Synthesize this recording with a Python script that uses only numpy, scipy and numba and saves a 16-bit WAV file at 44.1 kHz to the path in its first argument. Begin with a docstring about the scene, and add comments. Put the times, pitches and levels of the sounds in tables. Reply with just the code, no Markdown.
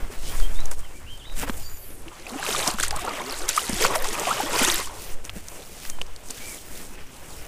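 """An angler by a stream, heard at the chest: steps swish through wet grass as dense small slaps of filtered
impacts, a rod swishes in the cast, then line runs out as a hiss whose narrow band sinks. Boots wade and splash
through shallow water, built from spray noise and swarms of decaying sinusoids for bubbles, then grass again.
All along, shaped low noise makes wind thump the microphone and soft noise makes riffles hiss;
gliding sinusoids make bird song before, during and after the cast, and again on the way back in the grass."""
import sys
import numpy as np
from scipy import signal
from scipy.fft import rfft, irfft
from scipy.io import wavfile
from scipy.ndimage import uniform_filter1d
from numba import njit

SR = 44100
rng = np.random.default_rng(int(sys.argv[2]) if len(sys.argv) > 2 else 0)


def natural_amplitude(level_db):
    """Convert a level in decibels to a linear amplitude factor, elementwise."""
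    exponent = np.asarray(level_db, float) / 20
    return 10 ** exponent


def wav_record(signal):
    """Record a signal, one row per channel, as 16-bit PCM in the file named by sys.argv[1]."""
    frames = np.transpose(np.atleast_2d(signal))
    bounded = np.clip(frames, -1, 1)
    # unit amplitude maps onto the largest positive 16-bit level
    quanta = np.round(bounded * 32767).astype(np.int16)
    wavfile.write(sys.argv[1], SR, quanta)


N = 329427
T = np.arange(N) / SR


def curve(table):
    """Piecewise-linear interpolation: columns are joined by straight lines and the ends hold."""
    s, *columns = np.transpose(table)
    return [np.interp(T, s, c) for c in columns]


def unit(x):
    """Power normalisation: scale to rms 1."""
    return x / np.sqrt(np.mean(x ** 2))


def colour(x, points):
    """Minimum-phase filtering: a causal filter follows (frequency [Hz], gain [dB]); the output has rms 1."""
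    hz, db = np.transpose(points)
    size = 2 ** 15
    bins = np.maximum(np.arange(size // 2 + 1) * SR / size, 1)
    log_gain = np.log(natural_amplitude(np.interp(np.log(bins), np.log(hz), db)))
    # folding the cepstrum onto positive times makes the response causal
    cepstrum = irfft(log_gain)
    cepstrum[1:size // 2] *= 2
    cepstrum[size // 2 + 1:] = 0
    response = irfft(np.exp(rfft(cepstrum)))
    return unit(signal.fftconvolve(x, response)[:N])


def walk(rate):
    """Stepwise random modulation: levels held 1 / rate seconds and slewed, with rms 1."""
    k = int(SR / rate)
    held = np.repeat(rng.standard_normal(N // k + 1), k)
    return unit(uniform_filter1d(held, k // 2 + 1)[:N])


def crackle(per_s, scatter_db, bed_db):
    """Shot noise: random tiny impacts of uneven size over a smooth bed."""
    draw = rng.random((3, N))
    size = natural_amplitude(-scatter_db * np.log(1.02 - draw[1])) * np.sign(draw[2] - .5)
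    impacts = (draw[0] < per_s / SR) * size
    return unit(impacts) + natural_amplitude(bed_db) * rng.standard_normal(N)


def patchy(x, flicker_db, rate):
    """Independent band modulation: every octave flickers on its own."""
    spectrum = rfft(x)
    octave = np.log2(np.arange(N // 2 + 1) * SR / N / 125 + 1e-9)  # octaves above 125 Hz
    total = 0
    for k in range(8):
        share = np.clip(1 - abs(np.clip(octave, 0, 7) - k), 0, 1)
        total = total + natural_amplitude(flicker_db * walk(rate)) * irfft(share * spectrum, N)
    return unit(total)


def swells(events, rest_db, sharp):
    """Incoherent addition: two levels rest low, rise to a crest and fall at each event; powers add."""
    s, first_db, second_db, rise, fall = np.transpose(events)[:, :, None]
    ramp = np.clip(np.minimum(1 + (T - s) / rise, 1 - (T - s) / fall), 0, 1)
    shape = ramp ** (2 * sharp)
    return [np.sqrt(natural_amplitude(2 * rest) + natural_amplitude(2 * db[:, 0]) @ shape)
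            for db, rest in zip((first_db, second_db), rest_db)]


@njit
def rings(n, start, hz, t60, gain, pitch_rise, swell, sr):
    """Damped resonance: each grain swells over some cycles, rings down and glides up by a share of its pitch."""
    out = np.zeros(n)
    for k in range(len(start)):
        length, phase = int(t60[k] * sr), 0.
        for i in range(min(length, n - start[k])):
            age = i / length
            phase += 2 * np.pi * hz[k] * (1 + pitch_rise * age) / sr
            onset = 1 - np.exp(-i * hz[k] / (sr * swell))
            out[start[k] + i] += gain[k] * np.sin(phase) * 1000. ** -age * onset
    return out


def grains(s, db, hz, t60, pitch_rise, swell):
    """Superposed damped resonances from columns of times, levels, pitches and 60 dB decay times."""
    start = np.clip(s * SR, 0, N - 1).astype(np.int64)
    return rings(N, start, 1. * hz, 1. * t60, natural_amplitude(db), 1. 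* pitch_rise, 1. * swell, 1. * SR)


def splash(s, db, t60, rise, points):
    """Enveloped noise: bursts swell for a moment and decay exponentially."""
    kicks = np.zeros(N)
    kicks[(s * SR).astype(int)] = natural_amplitude(db)
    age = np.arange(SR // 10) / SR
    shape = 1000. ** (-age / t60) * (1 - np.exp(-age / rise))
    return signal.fftconvolve(kicks, shape)[:N] * colour(rng.standard_normal(N), points)


def glide(notes, wobble, rate, crest, settle, trill=0, steep=1):
    """Frequency modulation: unsteady tones slide to their last pitch within the settle share of their length.
    They are loudest around the crest share; steep edges hold that level."""
    trill_hz = 62
    out = 0
    for start, length, from_hz, to_hz, db in notes:
        age = (T - start) / length
        edge = np.minimum(age / crest, (1 - age) / (1 - crest))
        gate = np.sqrt(np.clip(steep * edge, 0, 1))
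        hz = from_hz + (to_hz - from_hz) * np.clip(age / settle, 0, 1)
        bend = 1 + trill * np.sin(2 * np.pi * trill_hz * T) + wobble * walk(rate)
        tone = np.sin(2 * np.pi * np.cumsum(hz * bend) / SR)
        out = out + np.sqrt(2) * gate * natural_amplitude(db) * tone
    return out


def stream():
    """Broadband turbulence noise: the smooth, faint hiss of riffles further along the stream."""
    # riffle spectrum: (frequency [Hz], relative density [dB per Hz])
    riffle = [(1000, -7), (3000, -2), (8000, 0.5), (12000, -10), (15500, -18)]
    return natural_amplitude(-57.5) * colour(rng.standard_normal(N), riffle)


def wind():
    """Turbulent pressure at the port: slow swings, quicker buffeting and a flutter that grows faster than the swing."""
    # gusts on the microphone port: (crest [s], slow swing [dB], buffeting [dB], rise [s], fall [s])
    gusts = [(0.02, -14.5, -33.5, 0.11, 0.1), (.25, -14, -44, 0.12, 0.091), (.39, -10.5, -38, 0.075, 0.22),
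             (.62, -15, -42, 0.3, 0.28), (.83, -23.5, -46, 0.078, 0.17), (1.2, -35.5, -43, 0.6, .15),
             (1.37, -16, -46, 0.12, 0.075), (1.5, -20.5, -38.5, 0.19, 0.3), (1.74, -31.5, -47, 0.25, 0.25),
             (2.06, -41, -45.5, 0.3, 0.11), (2.62, -30.5, -49, 0.3, 0.26), (2.95, -25, -36.5, 0.31, 0.18),
             (3.39, -24, -49, 0.12, 0.2), (3.71, -29, -32.5, 0.036, 0.13), (3.93, -21.5, -46, 0.27, 0.35),
             (4.68, -28.5, -43, 0.36, 0.48), (5.14, -22, -46, 0.11, 0.15), (5.32, -34, -38.5, 0.071, 0.16),
             (5.97, -26, -50.5, 0.22, 0.45), (6.95, -29, -55, 0.3, 0.22), (7.41, -32, -42.5, 0.18, 0.093)]
    # spectra of swing, buffeting and flutter: (frequency [Hz], relative density [dB per Hz])
    swing_spectrum = [(1.5, -32), (3, 14), (12, 6.5), (22, -10), (34, -8), (60, -59.5)]
    buffet_spectrum = [(18, -2.5), (42, 0.5), (60, 2), (120, -9.5), (250, -43.5)]
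    flutter_spectrum = [(12, -37), (24, 8), (40, -2), (60, -13), (120, -67)]
    calm_swing_db, calm_buffet_db = -42, -52
    swing, buffet = swells(gusts, (calm_swing_db, calm_buffet_db), 0.97)
    slow = swing * colour(rng.standard_normal(N), swing_spectrum)
    quick = buffet * colour(rng.standard_normal(N), buffet_spectrum)
    # strong gusts shake the port far more than weak ones
    flutter = natural_amplitude(2) * swing ** 2.1 * colour(rng.standard_normal(N), flutter_spectrum)
    return slow + quick + flutter


def birds():
    """Gliding tones and reverberation: whistles, some trilled, broken up by moving air, echo off the trees."""
    # whistled notes, near and far: (start [s], length [s], from [Hz], to [Hz], nominal level [dB])
    whistles = [(.245, .028, 3150, 2850, -53), (.275, .04, 2880, 3380, -51), (.375, .045, 3650, 3150, -56),
                (.418, .06, 3080, 3300, -50), (.55, .075, 3510, 4040, -51), (.83, .045, 3350, 2650, -56),
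                (.94, .04, 2250, 2400, -58), (1.193, .034, 3650, 2750, -53), (1.25, .045, 3000, 3150, -60),
                (1.56, .22, 7050, 7050, -58), (1.62, .018, 5300, 4540, -51), (1.635, .057, 4560, 4780, -51),
                (1.7, .16, 4800, 4550, -65), (5.82, .03, 2620, 2600, -55), (5.905, .07, 3170, 3110, -58),
                (6.4, .1, 2250, 2380, -51), (6.5, .042, 2420, 2050, -50), (6.87, .12, 2580, 2580, -61),
                (6.915, .033, 6250, 5250, -62), (6.998, .024, 6000, 4150, -61),
                (7.055, .028, 6450, 5350, -62), (7.215, .04, 5200, 6300, -62), (7.3, .045, 4680, 3500, -61),
                (7.365, .04, 4950, 6100, -60)]
    # trilled notes that scoop to their pitch early: (start [s], length [s], from [Hz], to [Hz], nominal level [dB])
    trills = [(1.055, .11, 2520, 3090, -51), (1.222, .105, 2800, 3780, -52)]
    song = glide(whistles, .007, 120, .45, 1, 0, 2.5)
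    song = song + glide(trills, .006, 120, .6, .37, .03, 3)
    song = natural_amplitude(1 + 1.2 * walk(70)) * song
    age = np.arange(SR // 4) / SR
    echo = rng.standard_normal(len(age)) * 1000. ** (-age / .16)  # 60 dB decay in 0.16 s
    return song + natural_amplitude(-26) * signal.fftconvolve(song, echo)[:N]


def line_out():
    """Quadrature modulation of band noise: the hiss's centre frequency sinks as the line slows."""
    # line hissing through the rod rings, slowing down: (time [s], level [dB], centre [Hz])
    line = [(1.5, -50, 13500), (1.62, -52, 13200), (1.85, -45, 12500), (1.95, -50, 10600),
            (2.08, -59, 8650), (2.2, -77, 7850)]
    db, hz = curve(line)
    lowpass = signal.butter(4, 2000, fs=SR, output="sos")
    band = signal.sosfilt(lowpass, rng.standard_normal((2, N)))
    phase = 2 * np.pi * np.cumsum(hz) / SR
    hiss = unit(band[0] * np.cos(phase) + band[1] * np.sin(phase))
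    runs = (T > line[0][0]) & (T < line[-1][0])
    return runs * natural_amplitude(db) * hiss


def ticks():
    """Strongly damped resonance: bright snaps of a few cycles with a fizzy noise tail."""
    # droplets, snapping stems, and faint high ticks of the line or reel near 2 s:
    # (time [s], nominal level [dB], pitch [Hz])
    snaps = [(0.278, -19, 8690), (0.401, -21, 4500), (0.6046, -23, 6000), (0.657, -15, 6400),
             (0.714, -13, 7600), (0.7934, -24, 7530), (1.105, -36, 9500), (1.176, -28, 8000),
             (1.3984, -17.5, 7660), (1.491, -21, 7730), (1.698, -28, 7000), (1.772, -29, 6500),
             (1.906, -32, 6000), (1.955, -31, 13500), (1.996, -32, 13500), (2.02, -30, 12500),
             (2.198, -27, 6500), (2.295, -20, 7740), (2.318, -23, 8500), (2.6767, -0.5, 5500),
             (2.7387, -15, 8720), (2.8008, -7, 8630), (2.834, -2.5, 7000), (2.882, -7, 8400),
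             (2.9085, -8.5, 4970), (2.963, -9.5, 8250), (2.995, -15, 7900), (3.006, -21, 9000),
             (3.02, -24, 8000), (3.05, -14, 9000), (3.266, -22, 7570), (3.4908, 0.5, 6140),
             (3.5657, -6, 9050), (3.695, -8, 8990), (3.7324, -12, 5270), (3.952, -11, 11500),
             (3.9583, -4, 8900), (3.97, -17, 12000), (4.024, -12.5, 12500), (4.0443, -10, 7640),
             (4.088, -11.5, 6000), (4.1317, -12, 8800), (4.1968, -9, 6700), (4.201, -15, 13500),
             (4.2944, -9.5, 9110), (4.5897, -5, 6700), (4.6489, 1, 6800), (4.8584, -16, 7280),
             (5.2516, -18, 6010), (5.485, -15.5, 6160), (5.8514, -22, 5100), (5.8997, -11, 6400),
             (6.066, -29, 5600), (6.016, -22, 6900), (6.1627, -23, 4550), (6.2872, -22, 6400),
             (6.305, -18, 4930), (6.308, -12.5, 7000)]
    s, db, hz = np.transpose(snaps)
    tail_spectrum = [(1500, -4.5), (5000, -2), (9000, 5.5), (12500, -11), (15500, -18)]
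    fizz = splash(s - .003, db - 10.0, 0.024, 0.0041, tail_spectrum)
    bright = grains(s, db - 3, np.minimum(1.6 * hz, 12500), 9 / hz, 0, 1.2)
    snap = grains(s, db + 6, hz, 11 / hz, 0, 1.2)
    return snap + bright + fizz


def plops():
    """Bubble resonance: knocks start almost at once, bubbles swell slower and rise further in pitch.
    Each has a fainter companion above and a short splash."""
    # single bubbles, plops and knocks: (time [s], nominal level [dB], starting pitch [Hz], nominal ring [cycles])
    drips = [(0.097, -27, 372, 16), (0.401, -19.5, 1260, 6.9), (0.59, -28, 2000, 14), (0.62, -30, 2600, 4),
             (0.715, -28.5, 1370, 24), (0.85, -36, 1900, 24), (1.177, -31, 3000, 4), (1.253, -35, 1890, 24),
             (1.298, -23, 2500, 5.5), (1.367, -21, 3000, 5), (1.43, -29, 260, 29), (1.433, -15, 815, 8.1),
             (1.477, -15, 1600, 7.2), (1.497, -18, 3000, 10), (1.496, -4.5, 1440, 4.3),
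             (1.496, -12, 219, 5.3), (2.061, -38.5, 314, 47), (2.082, -21, 2700, 11.5),
             (2.267, -21.5, 2350, 23), (2.34, -27, 740, 29), (2.357, -23.5, 285, 15.5),
             (2.395, -25, 743, 30), (2.445, -28, 1170, 44), (2.428, -13.5, 1530, 13),
             (2.465, -9, 2540, 10.6), (2.487, -18.5, 420, 15.6), (2.506, -15, 2780, 13),
             (2.548, -12.5, 1130, 13), (2.602, -5, 2220, 5.9), (2.611, -25, 579, 17), (2.664, -19, 894, 25),
             (2.741, -24.5, 209, 12), (2.786, -12.5, 1260, 9.2), (2.799, -12, 1520, 15),
             (2.836, -8, 1350, 10.4), (2.91, -7, 1920, 4.7), (2.926, -20, 768, 26), (2.939, -21, 740, 20),
             (2.962, -22.5, 148, 5), (2.987, -22.5, 1030, 30), (3.09, -25, 2500, 27),
             (2.969, -17.5, 1160, 11.4), (3.049, -18.5, 740, 11), (3.076, -16.5, 1230, 26),
             (3.079, -17, 474, 8.4), (3.107, -23, 1120, 37), (3.153, -26, 2820, 34), (3.188, -26, 1830, 27),
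             (3.198, -25, 3380, 30), (3.204, -20.5, 940, 24), (3.217, -24, 2050, 28),
             (3.492, -20, 2360, 8.1), (3.534, -26, 3000, 13), (3.576, -6.5, 1148, 31),
             (3.694, -12, 229, 6.5), (3.728, -16, 197, 8.9), (3.809, -11, 465, 7.2), (3.825, -6, 2030, 9),
             (3.85, 4.5, 1120, 5.8), (3.956, -12.5, 675, 11), (3.96, -18.5, 590, 36),
             (4.054, -17, 1090, 13), (4.152, -18, 2280, 23), (4.183, -14.5, 1140, 15),
             (4.186, -24, 534, 25), (4.233, -17.5, 810, 15), (4.253, -11.5, 2500, 14),
             (4.269, -14, 670, 27), (4.4, -11.5, 760, 24), (4.433, -19.5, 270, 11), (4.494, -21, 526, 14),
             (4.554, -10, 1120, 9.4), (4.563, -16, 423, 12), (4.595, -12, 910, 10.6),
             (4.615, -12, 246, 9.8), (4.641, -3.5, 1900, 6.5), (4.665, -15, 2520, 27),
             (4.678, -17, 336, 15.5), (4.788, -19, 1900, 14), (4.796, -14, 497, 5.3),
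             (4.871, -26, 1025, 25), (4.895, -27, 890, 21), (5.295, -8.5, 2900, 6.5),
             (5.362, -23.5, 187, 8), (5.852, -23, 1760, 9.8), (5.897, -15, 3220, 1.9),
             (5.986, -19.5, 880, 4.8), (6.013, -25, 950, 8.4), (6.015, -10.5, 2860, 15),
             (6.98, -25, 1800, 4.3)]
    s, db, hz, cycles = np.transpose(drips)
    t60 = np.clip(cycles, 2, 45) / hz
    airy = cycles >= 16  # longer rings are air bubbles, shorter ones knocks
    tone = grains(s + 0.0045, db - 5.5, 1.76 * hz, 0.22 * t60, 0.27, 0.11)
    for kind, boost_db, pitch_rise, swell in ((~airy, 2.5, .19, .8), (airy, 5.5, .45, 2.6)):
        tone = tone + grains(s[kind], db[kind] + boost_db, hz[kind], 1.055 * t60[kind], pitch_rise, swell)
    return tone + splash(s, db - 15, .02, .002, [(200, -20), (900, 0), (3000, -6), (15000, -25)])


def grass():
    """Impact and friction noise: wet blades whip past in dense small slaps, a few flick louder; cloth rubs below.
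    The swish of the cast has the same make."""
    # legs in grass, sleeves on the jacket, and the swish of the cast near 1.4 s:
    # (crest [s], blade rustle [nominal dB], cloth brush [nominal dB], rise [s], fall [s])
    swishes = [(.05, -63, -43, 0.53, 0.061), (.122, -44.5, -43, 0.021, 0.094),
               (.31, -36.5, -42, 0.13, 0.17), (.42, -45, -44, .1, 0.12), (.55, -44.5, -44, 0.081, 0.1),
               (.662, -48, -45, 0.12, 0.05), (.716, -38.5, -43.5, 0.0083, 0.036),
               (.8, -48, -48.5, 0.039, 0.018), (.97, -50.5, -70, 0.1, .08), (1.13, -50, -70, 0.024, .05),
               (1.184, -69, -58, .01, 0.14), (1.325, -45, -48, 0.014, 0.038),
               (1.4, -31.5, -40.5, 0.051, 0.036), (1.428, -30.5, -34, 0.024, 0.032),
               (1.49, -39, -36, 0.03, 0.024), (1.53, -43, -50.5, 0.025, 0.056),
               (1.578, -42, -52, .02, 0.11), (1.69, -56, -74, .05, .3), (2.082, -65, -51, 0.14, 0.028),
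               (2.2, -107, -63, 0.028, .2), (5.12, -39, -49.5, 0.52, 0.036),
               (5.25, -39.5, -46, .012, 0.045), (5.372, -43, -46, 0.048, 0.045),
               (5.56, -43.5, -50, 0.18, .15), (5.89, -41.5, -50.5, 0.39, 0.054),
               (5.93, -49, -54, .01, 0.12), (6.018, -45, -40.5, 0.011, 0.0055),
               (6.306, -39, -48, 0.012, 0.036), (6.45, -36.5, -48.5, 0.22, 0.22),
               (6.77, -42, -48, 0.17, 0.22), (6.944, -48, -48, 0.029, 0.029),
               (7.0, -52, -44.5, 0.034, 0.043), (7.45, -44, -48, 0.49, .2)]
    # spectra of blades and cloth: (frequency [Hz], relative density [dB per Hz])
    blade_spectrum = [(1290, -21.5), (2200, -6), (3870, -7.5), (8540, -3), (14200, -11), (15500, -6.5)]
    cloth_spectrum = [(50, 0.5), (110, -3), (450, -3), (700, -6), (1600, -10.5), (3000, -15), (4500, -30.5),
                      (8000, -37.5)]
    still_blade_db, still_cloth_db = -56, -52
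    rustle, brush = swells(swishes, (still_blade_db, still_cloth_db), 0.71)
    away = np.interp(T, [2.2, 2.4, 4.8, 4.95], [1, 0, 0, 1])  # silent while in the water
    blades = patchy(colour(crackle(3300, 7.6, 2.3), blade_spectrum), 2.6, 17)
    draw = rng.random((260, 3)).T
    hz = 2600 * 2 ** (2.3 * draw[1])
    flicks = grains(draw[0] * N / SR, 6 + 11 * draw[2], hz, 20 / hz, .06, 2)
    cloth = natural_amplitude(3.5) * patchy(colour(crackle(900, 1.4, 0.36), cloth_spectrum), 2.65, 19)
    return away * (rustle * (blades + flicks) + brush * cloth)


def wading():
    """Bubble resonance over turbulence: spray fizzes, droplets patter and tiny bubbles chirp on top.
    Below, a swarm of bubbles rings and rises in pitch over churning water; short hollow tones join in."""
    # boots pushing and slapping through water:
    # (crest [s], spray [nominal dB], gurgle [nominal dB], rise [s], fall [s])
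    surges = [(2.3, -45, -37, 0.062, 0.18), (2.42, -40.5, -33, 0.11, 0.069),
              (2.52, -29.5, -29.5, 0.14, 0.11), (2.62, -29, -30.5, 0.15, 0.18),
              (2.68, -33, -22.5, .015, 0.032), (2.81, -25, -27.5, 0.031, 0.0059),
              (2.83, -24.5, -36, 0.015, 0.051), (2.95, -55, -33, .02, 0.068), (3.1, -40, -31.5, 0.29, 0.55),
              (3.33, -35.5, -53, 0.093, 0.11), (3.42, -41.5, -56, 0.11, 0.086),
              (3.497, -23, -33, 0.018, 0.025), (3.57, -29, -46, 0.087, 0.1), (3.66, -32.5, -36, 0.17, 0.94),
              (3.86, -20, -21, 0.077, 0.02), (3.9, -42, -26.5, 0.074, 0.073),
              (3.96, -32, -23, 0.04, 0.0075), (4.02, -52, -29.5, 0.079, 0.12),
              (4.05, -31.5, -36, 0.0093, 0.048), (4.18, -41, -30, 0.18, 0.14),
              (4.28, -38.5, -25.5, 0.11, 0.071), (4.4, -33.5, -26.5, 0.21, 0.35),
              (4.55, -35, -29.5, 0.033, 0.1), (4.66, -21, -25, .16, 0.16), (4.8, -33.5, -37, .05, 0.1)]
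    # short hollow tones: a chirp just after the cast, then gurgles behind wading boots:
    # (start [s], length [s], from [Hz], to [Hz], nominal level [dB])
    hollow_tones = [(1.575, 0.046, 557, 896, -50), (2.31, 0.084, 227.4, 302, -39),
                    (3.002, .032, 738, 740, -36), (3.095, 0.065, 316, 270, -42.5),
                    (3.19, 0.14, 222, 287, -44), (3.41, 0.074, 301, 413, -44.5),
                    (3.81, 0.078, 411, 585, -29.5), (4.303, .018, 1050, 1445, -22)]
    # spectra of spray and churning water: (frequency [Hz], relative density [dB per Hz])
    spray_spectrum = [(880, -20), (1500, -0.5), (1900, 0), (2970, 0), (3250, 0.5), (4000, -4.5), (5000, -1),
                      (7980, 0), (12700, -9), (15500, -14)]
    gurgle_spectrum = [(59, -26), (100, -6.5), (160, -6), (242, -6.5), (673, -3.5), (1020, 0), (1220, -1),
                       (1540, -8.5), (3000, -11), (3900, -18), (6600, -120)]
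    first, last = 2.15, 5.0  # in the water [s]
    ripple_spray_db, ripple_gurgle_db = -50, -44.5
    fizz, churning = swells(surges, (ripple_spray_db, ripple_gurgle_db), 0.73)
    near = np.interp(T, [first - .1, first, last, last + 0.018], [0, 1, 1, 0])

    spray = natural_amplitude(1.6 * walk(40)) * patchy(colour(crackle(3000, 4.5, -2), spray_spectrum), 2, 24)
    draw = rng.random((1300, 3)).T
    hz = 3500 * 2 ** (2 * draw[1])
    size_db = 7 - 5.6 * np.log(1.03 - draw[2])
    drops = grains(first + draw[0] * (last - first), size_db, hz, 20 / hz, .15, 2.2)

    draw = rng.random((700, 4)).T
    hz = 1300 * 2 ** (1.9 * draw[1])
    size_db = -4 * np.log(1.04 - draw[2])
    tiny = grains(first + draw[0] * (last - first), size_db, hz, (20 + 30 * draw[3]) / hz, .3, 3)

    draw = rng.random((900, 4)).T
    hz = 300 * 2 ** (3.4 * draw[1])
    size_db = -4.5 * np.log(1.05 - draw[2]) - .8 * abs(np.log2(hz / 900))  # strongest near 900 Hz
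    swarm = grains(first + draw[0] * (last - first), size_db, hz, (14 + 35 * draw[3]) / hz, .4, 3)
    churn = patchy(colour(crackle(1200, 4.0, 1.2), gurgle_spectrum), 4, 30)

    gurgle = natural_amplitude(-3.0) * swarm + natural_amplitude(-3.5) * churn
    water = fizz * (natural_amplitude(-2.0) * spray + drops + natural_amplitude(2.5) * tiny) + churning * gurgle
    hollow = natural_amplitude(2 + 2 * walk(50)) * glide(hollow_tones, .02, 60, .6, 1)
    return near * water + hollow


def scene():
    """Linear superposition: the pressures of all sources add in open air, with no room around them."""
    mix = stream() + wind() + birds() + line_out() + ticks() + plops() + grass() + wading()
    return mix[None]  # one channel


def low_pass(x):
    """Removes everything above the highest recorded frequency."""
    return signal.sosfilt(signal.butter(12, 16320, fs=SR, output="sos"), x)


def record(dry):
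    """Band limitation: the camera's steep elliptic low-pass cuts the top of the spectrum."""
    top_hz = 15350
    lowpass = signal.ellip(8, .3, 36, top_hz, fs=SR, output="sos")  # 0.3 dB ripple, 36 dB stop band
    mix = signal.sosfilt(lowpass, dry)
    return low_pass(mix)


dry = scene()
out = record(dry)
wav_record(out)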